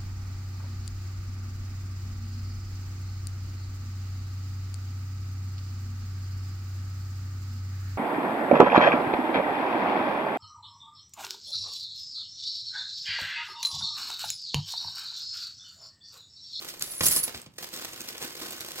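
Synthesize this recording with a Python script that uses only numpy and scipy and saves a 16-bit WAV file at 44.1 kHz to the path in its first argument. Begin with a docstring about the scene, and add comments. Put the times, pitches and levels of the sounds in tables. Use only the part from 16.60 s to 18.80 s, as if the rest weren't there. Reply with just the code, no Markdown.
"""Coins slide, tumble and clink inside a thin plastic bag handled on a wooden table.
Their milled rims rasp over each other, and each blow gives a choked clack with a short, high ring.
The load knocks on the wood, a low thud under a dull clatter. After a short rest the fingers go on
crinkling the bag, buckling its creases. It all sounds close, in a small room with faint steady noise."""
import sys
import numpy as np
from scipy import signal
from scipy.fft import rfft, irfft
from scipy.io import wavfile
from scipy.ndimage import uniform_filter1d

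SR = 44100
rng = np.random.default_rng(int(sys.argv[2]) if len(sys.argv) > 2 else 0)


def wav_out(sig):
    """Save sig, one row per channel (or a flat mono array), as 16-bit PCM at SR to the path in sys.argv[1]."""
    wavfile.write(sys.argv[1], SR, np.round(np.clip(np.atleast_2d(sig).T, -1, 1) * 32767).astype(np.int16))


N = 97020
HZ = np.fft.rfftfreq(4096, 1 / SR)  # frequency grid of the tone colours
LAG_S, LAG_SPREAD_S = .00013, .000032  # left channel's delay and its spread from spot to spot

# Bright tone of coin on coin (frequency [Hz], gain [dB])
COIN_TONE = [(100, -6.5), (400, -11.5), (900, -10.5), (3700, -7), (4700, -0.5), (5800, -3.5), (7500, 0.5),
             (9500, 1), (11200, -0.5), (12600, 3), (14000, -0.5), (16000, -2.5)]
# Envelopes of the sliding coins (time [s], relative rasp level [dB], relative ring level [dB])
SLIDE_ENVELOPES = [(.222, -41, -52), (.3, -46.5, -51), (.325, -39, -46), (.383, -47.5, -42),
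                   (.415, -44, -50), (.442, -21.5, -34), (.452, -23, -34.5), (.464, -19, -19.5),
                   (.503, -30.5, -41.5), (.525, -24.5, -28.5), (.549, -32, -39), (.566, -24.5, -29.5),
                   (.6, -31.5, -34.5), (0.619, -55, -49), (.638, -29, -26), (.658, -39, -56),
                   (.7, -57, -72)]
def coin_slide(rasp_gain_db=.5, ring_gain_db=5.5):
    """Milled rims rasp over each other; they catch and slip, so the ring flutters."""
    times, rasp_db, ring_db = np.transpose(SLIDE_ENVELOPES)
    rasp = grains(per_s=2000, spread_db=2, clump_db=.8) * envelope(np.c_[times, rasp_db])
    slips = grains(per_s=1500, spread_db=-1.5, clump_db=3) * envelope(np.c_[times, ring_db])
    return amp(rasp_gain_db) * facets(rasp, COIN_TONE, uneven_db=2.5) + amp(ring_gain_db) * ring(slips)


# Coin striking coin (time [s], level [dB], clack pitch [Hz])
COIN_HITS = [(.1955, -30, 7300), (.2232, -18, 6800), (.2238, -23, 12700), (.4102, -25, 12600),
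             (.4268, -26, 12500), (.4348, -21, 7800), (.4661, -10.5, 7500), (.467, -13, 10300),
             (.4837, -12, 7500), (.4848, -15, 12600), (.4885, -21, 10300), (.5117, -18, 8300),
             (.516, -15, 13000), (.528, -18, 13500), (.5344, -20, 10200), (.554, -20, 12600),
             (.5628, -18, 5000), (.5632, -13.5, 8600), (.5675, -20, 12500), (.589, -25, 8700),
             (.6325, -21, 12400), (.6367, -18, 12600), (.6402, -24, 12300), (.817, -34, 8300),
             (1.908, -31, 12700)]
def coin_clinks(clack_s=.00038, ring_db=-16):
    """Each blow is a hard chatter and a choked clack, with a little ring."""
    t = np.arange(SR // 50) / SR
    choke = t / clack_s * np.exp(1 - t / clack_s)
    chatter, clacks = np.zeros((2, N))
    for s, db, hz in COIN_HITS:
        add(chatter, s, amp(db) * burst(decay_s=.001))
        add(clacks, s, amp(db) * choke * np.sin(2 * np.pi * hz * t))
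    return facets(chatter, COIN_TONE, uneven_db=2.5) + stereo(clacks) + amp(ring_db) * ring(chatter)


# Modes of coins damped by their neighbours (frequency [Hz], relative level [dB], T60 [s])
COIN_MODES = [(10130, -1, .035), (10250, 0, .035), (10430, -3, .03)]
def ring(contacts, drift_hz=70):
    """Each jostled coin gives a short high ring, whose pitch drifts as its neighbours press on it."""
    t = np.arange(SR // 5) / SR
    modes = np.array([amp(db - 60 * t / t60) * np.exp(2j * np.pi * hz * t)
                      for hz, db, t60 in COIN_MODES])
    out = np.zeros((2, N))
    for mode in modes / np.linalg.norm(modes.imag):
        drift = np.exp(2j * np.pi * np.cumsum(drift_hz * wander(N, size=1100)) / SR)
        ringing = signal.oaconvolve(scatter(contacts), mode)[:N]
        out += stereo((ringing * drift).imag, rng.normal(LAG_S, LAG_SPREAD_S))
    return out


# Low body of the wooden table (frequency [Hz], gain [dB])
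WOOD_TONE = [(25, -38), (70, -7.5), (140, -1), (230, -3), (450, -18), (5000, -55.5)]
# Dull tone of the landing load (frequency [Hz], gain [dB])
CLATTER_TONE = [(80, -9), (500, 0.5), (900, -5.5), (1600, -4), (3300, -3.5), (4500, -2.5), (8000, -12.5),
                (16000, -30)]
# The load bumping on the table (time [s], thud level [dB], clatter level [dB])
TABLE_HITS = [(0.217, -45, -34), (.407, -33, -16.5), (.433, -36.5, -24.5), (0.456, -32.5, -45),
              (0.484, -37, -43), (0.563, -52, -30), (0.745, -40, -29.5), (.754, -45.5, -62),
              (.769, -55, -42.5), (.861, -45.5, -40), (0.983, -62, -32), (1.82, -50, -36)]
def table_knocks():
    """The bagged coins land on wood: a low thud under a dull clatter."""
    thuds, clatters = np.zeros((2, N))
    for s, thud_db, clatter_db in TABLE_HITS:
        add(thuds, s, amp(thud_db) * burst(decay_s=.015))
        add(clatters, s, amp(clatter_db) * burst(decay_s=.0057))
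    return stereo(colour(thuds, curve(WOOD_TONE)) + colour(clatters, curve(CLATTER_TONE)))


# Crisp tone of the plastic film (frequency [Hz], gain [dB])
FILM_TONE = [(300, -22), (1500, -5), (3000, -1), (4500, 3.5), (6200, .5), (8400, 0), (9700, -5.5),
             (11200, -6), (12600, .5), (13800, -4.5), (15800, -6.5)]
# Hollow tone of the pouch (frequency [Hz], gain [dB])
POUCH_TONE = [(30, -19.5), (110, -7), (250, -1), (400, 3.5), (680, -4.5), (1600, -6.5), (3500, -3.5),
              (9000, -44)]
# Bed of steady handling (time [s], relative level [dB])
HANDLING_BED = [(0, -46.5), (.17, -56), (.42, -52), (.7, -51.5), (.78, -49.5), (.9, -78.5), (.973, -67),
                (.995, -51.5), (1.1, -52.5), (1.17, -45), (1.31, -50.5), (1.39, -46.5), (1.58, -50.5),
                (1.66, -48.5), (1.76, -48.5), (1.86, -47), (1.98, -49), (2.2, -48)]
# Fingers squeezing the bag (time [s], relative crackle level [dB], relative rustle level [dB])
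FINGER_SQUEEZES = [(0.075, -43, -64), (0.203, -42, -52.5), (0.669, -46, -43.5), (1.016, -46.5, -51.5),
                   (1.122, -40.5, -46), (1.231, -48.5, -49), (1.476, -45.5, -50), (1.536, -55, -43),
                   (1.611, -41.5, -40), (1.807, -43, -41.5), (1.902, -46.5, -48), (1.994, -46, -47.5),
                   (2.067, -44.5, -52), (2.171, -42.5, -45)]
# Short crisp snaps: the mid-range crack of the first loud coin clink, then creases of the bag
# (time [s], relative level [dB])
CRISP_SNAPS = [(.2238, -22), (.981, -39), (.984, -32), (.9874, -34), (1.0445, -37), (1.0895, -37),
               (1.1634, -33), (1.2471, -36), (1.3333, -35), (1.407, -31), (1.4155, -31), (1.4878, -29),
               (1.5803, -32.5), (1.6254, -28), (1.907, -32), (2.007, -28), (2.0144, -30), (2.1183, -29.5)]
def bag_crinkle(rise_s=.0094, fall_s=.024, crackle_gain_db=5, rustle_gain_db=2.5, snap_gain_db=4.5):
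    """Creases buckle in clumps, harder at each squeeze; the film crackles and the hollow pouch rustles."""
    creases = grains(per_s=2700, spread_db=2.5, clump_db=2.82)
    t = np.arange(SR // 4) / SR
    squeeze = np.minimum(t / rise_s, 1) * np.exp(-np.maximum(t - 2 * rise_s, 0) / fall_s)
    film_power = envelope(HANDLING_BED) ** 2
    pouch_power = film_power * amp(-2.5) ** 2
    for s, crackle_db, rustle_db in FINGER_SQUEEZES:
        add(film_power, s, (amp(crackle_db) * squeeze) ** 2)
        add(pouch_power, s, (amp(rustle_db) * squeeze) ** 2)
    snaps = np.zeros(N)
    for s, db in CRISP_SNAPS:
        add(snaps, s, amp(db + snap_gain_db) * burst(decay_s=.0012))
    crackle = amp(crackle_gain_db) * creases * np.sqrt(film_power)
    rustle = amp(rustle_gain_db) * creases * np.sqrt(pouch_power)
    film = facets(crackle + snaps, FILM_TONE, uneven_db=.73)
    return film + facets(scatter(rustle), POUCH_TONE, uneven_db=3)


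# Reverb time of the room (frequency [Hz], T60 [s])
ROOM_DECAY = [(100, 0.056), (1000, 0.44), (6000, 0.18), (16000, 0.078)]
def room(x, wet_db=-9):
    """A small furnished room adds a short tail that lasts longest in the mids."""
    t = np.arange(SR // 2) / SR
    hz, times, noise = signal.stft(rng.standard_normal((2, len(t))), SR, nperseg=256)
    decay = amp(-60 * times / curve(ROOM_DECAY, hz)[:, None])
    tail = signal.istft(noise * decay, SR, nperseg=256)[1][:, :len(t)]
    tail *= t > .002  # pre-delay
    tail /= np.linalg.norm(tail, axis=1, keepdims=True)
    return x + amp(wet_db) * signal.fftconvolve(x, tail, axes=1)[:, :N]


# Dark tone of the room noise (frequency [Hz], gain [dB])
AIR_TONE = [(25, 1.5), (160, 13.5), (700, -7), (8000, -41)]
def room_tone(level_db=-62.5, width=.12):
    """Faint steady room noise, almost mono."""
    centre, left, right = (colour(rng.standard_normal(N), curve(AIR_TONE)) for _ in range(3))
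    return amp(level_db) * unit(centre + width * np.array([left, right]))


def grains(per_s, spread_db, clump_db):
    """Random clicks of uneven size that come in clumps."""
    size_db = spread_db * np.minimum(rng.exponential(1, N), 4)
    size_db += clump_db * np.clip(wander(N, size=260), -2, 2)
    return unit(scatter(amp(size_db)) * (rng.random(N) < per_s / SR))


def burst(decay_s):
    """A quick run of tiny contacts that builds at once and dies away."""
    t = np.arange(SR // 10) / SR
    fade = np.minimum(t / decay_s * 4, 1) * np.exp(-t / decay_s)
    contacts = rng.standard_normal(len(t)) * fade
    return contacts * np.linalg.norm(fade) / np.linalg.norm(contacts)


def facets(clicks, tone, uneven_db, count=16):
    """Each click comes from one of several spots, each with its own resonances and place."""
    spot = np.repeat(rng.integers(0, count, N // 64 + 1), 64)[:N]
    out = np.zeros((2, N))
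    for k in range(count):
        spot_db = curve(tone) + uneven_db * wander(len(HZ), size=70)
        out += stereo(colour(clicks * (spot == k), spot_db), rng.normal(LAG_S, LAG_SPREAD_S))
    return out


def scatter(clicks):
    """The same clicks, each pushing in a random direction."""
    return clicks * rng.choice([-1., 1.], N)


def wander(count, size):
    """Smooth random motion of rms one, changing over size samples."""
    return unit(uniform_filter1d(uniform_filter1d(rng.standard_normal(count), size), size))


def colour(x, db):
    """Minimum-phase EQ of unit energy with the given shape."""
    log_gain = np.log(amp(np.r_[db, db[-2:0:-1]]))
    taps = np.fft.ifft(np.exp(np.conj(signal.hilbert(log_gain)))).real
    return signal.oaconvolve(x, taps / np.linalg.norm(taps))[:N]


def stereo(x, lag_s=LAG_S):
    """Pans a source by delaying the left channel."""
    delay = np.sinc(np.arange(-16, 33) - lag_s * SR)
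    return np.array([np.convolve(x, delay)[16:N + 16], x])


def curve(points, hz=HZ):
    """Joins breakpoints on a log-frequency axis."""
    f, value = np.transpose(points)
    return np.interp(np.log(hz + 1), np.log(f), value)


def envelope(rows):
    """Gain over time from a dB curve, silent outside it."""
    return amp(np.interp(np.arange(N) / SR, *np.transpose(rows), left=-200, right=-200))


def add(mix, s, sound):
    """Mixes a sound in at s seconds."""
    part = mix[max(round(s * SR), 0):][:len(sound)]
    part += sound[:len(part)]


def amp(db):
    """Decibels to gain."""
    return 10 ** (np.asarray(db) / 20)


def unit(x):
    """Scales to an rms of one."""
    return x / np.sqrt(np.mean(x ** 2) + 1e-20)


def scene():
    """Coins, table and bag in the room."""
    return room(coin_slide() + coin_clinks() + table_knocks() + bag_crinkle()) + room_tone()


# Stereo balance (frequency [Hz], left minus right [dB])
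STEREO_BALANCE = [(100, -1.5), (300, -2), (900, -0.5), (6000, -1.5), (10000, 0.3), (12600, -8), (16000, 2)]
def record(dry, cutoff_hz=16050):
    """Master EQ: the right side is a little brighter, and a steep low-pass trims the top."""
    tilt_db = curve(STEREO_BALANCE, np.fft.rfftfreq(N, 1 / SR)) * np.array([[.5], [-.5]])
    tilted = irfft(rfft(dry) * amp(tilt_db), N)
    lowpass = signal.firwin(511, cutoff_hz, window=("kaiser", 9), fs=SR)
    return signal.oaconvolve(tilted, lowpass[None], "same")


dry = scene()
out = record(dry)
wav_out(out)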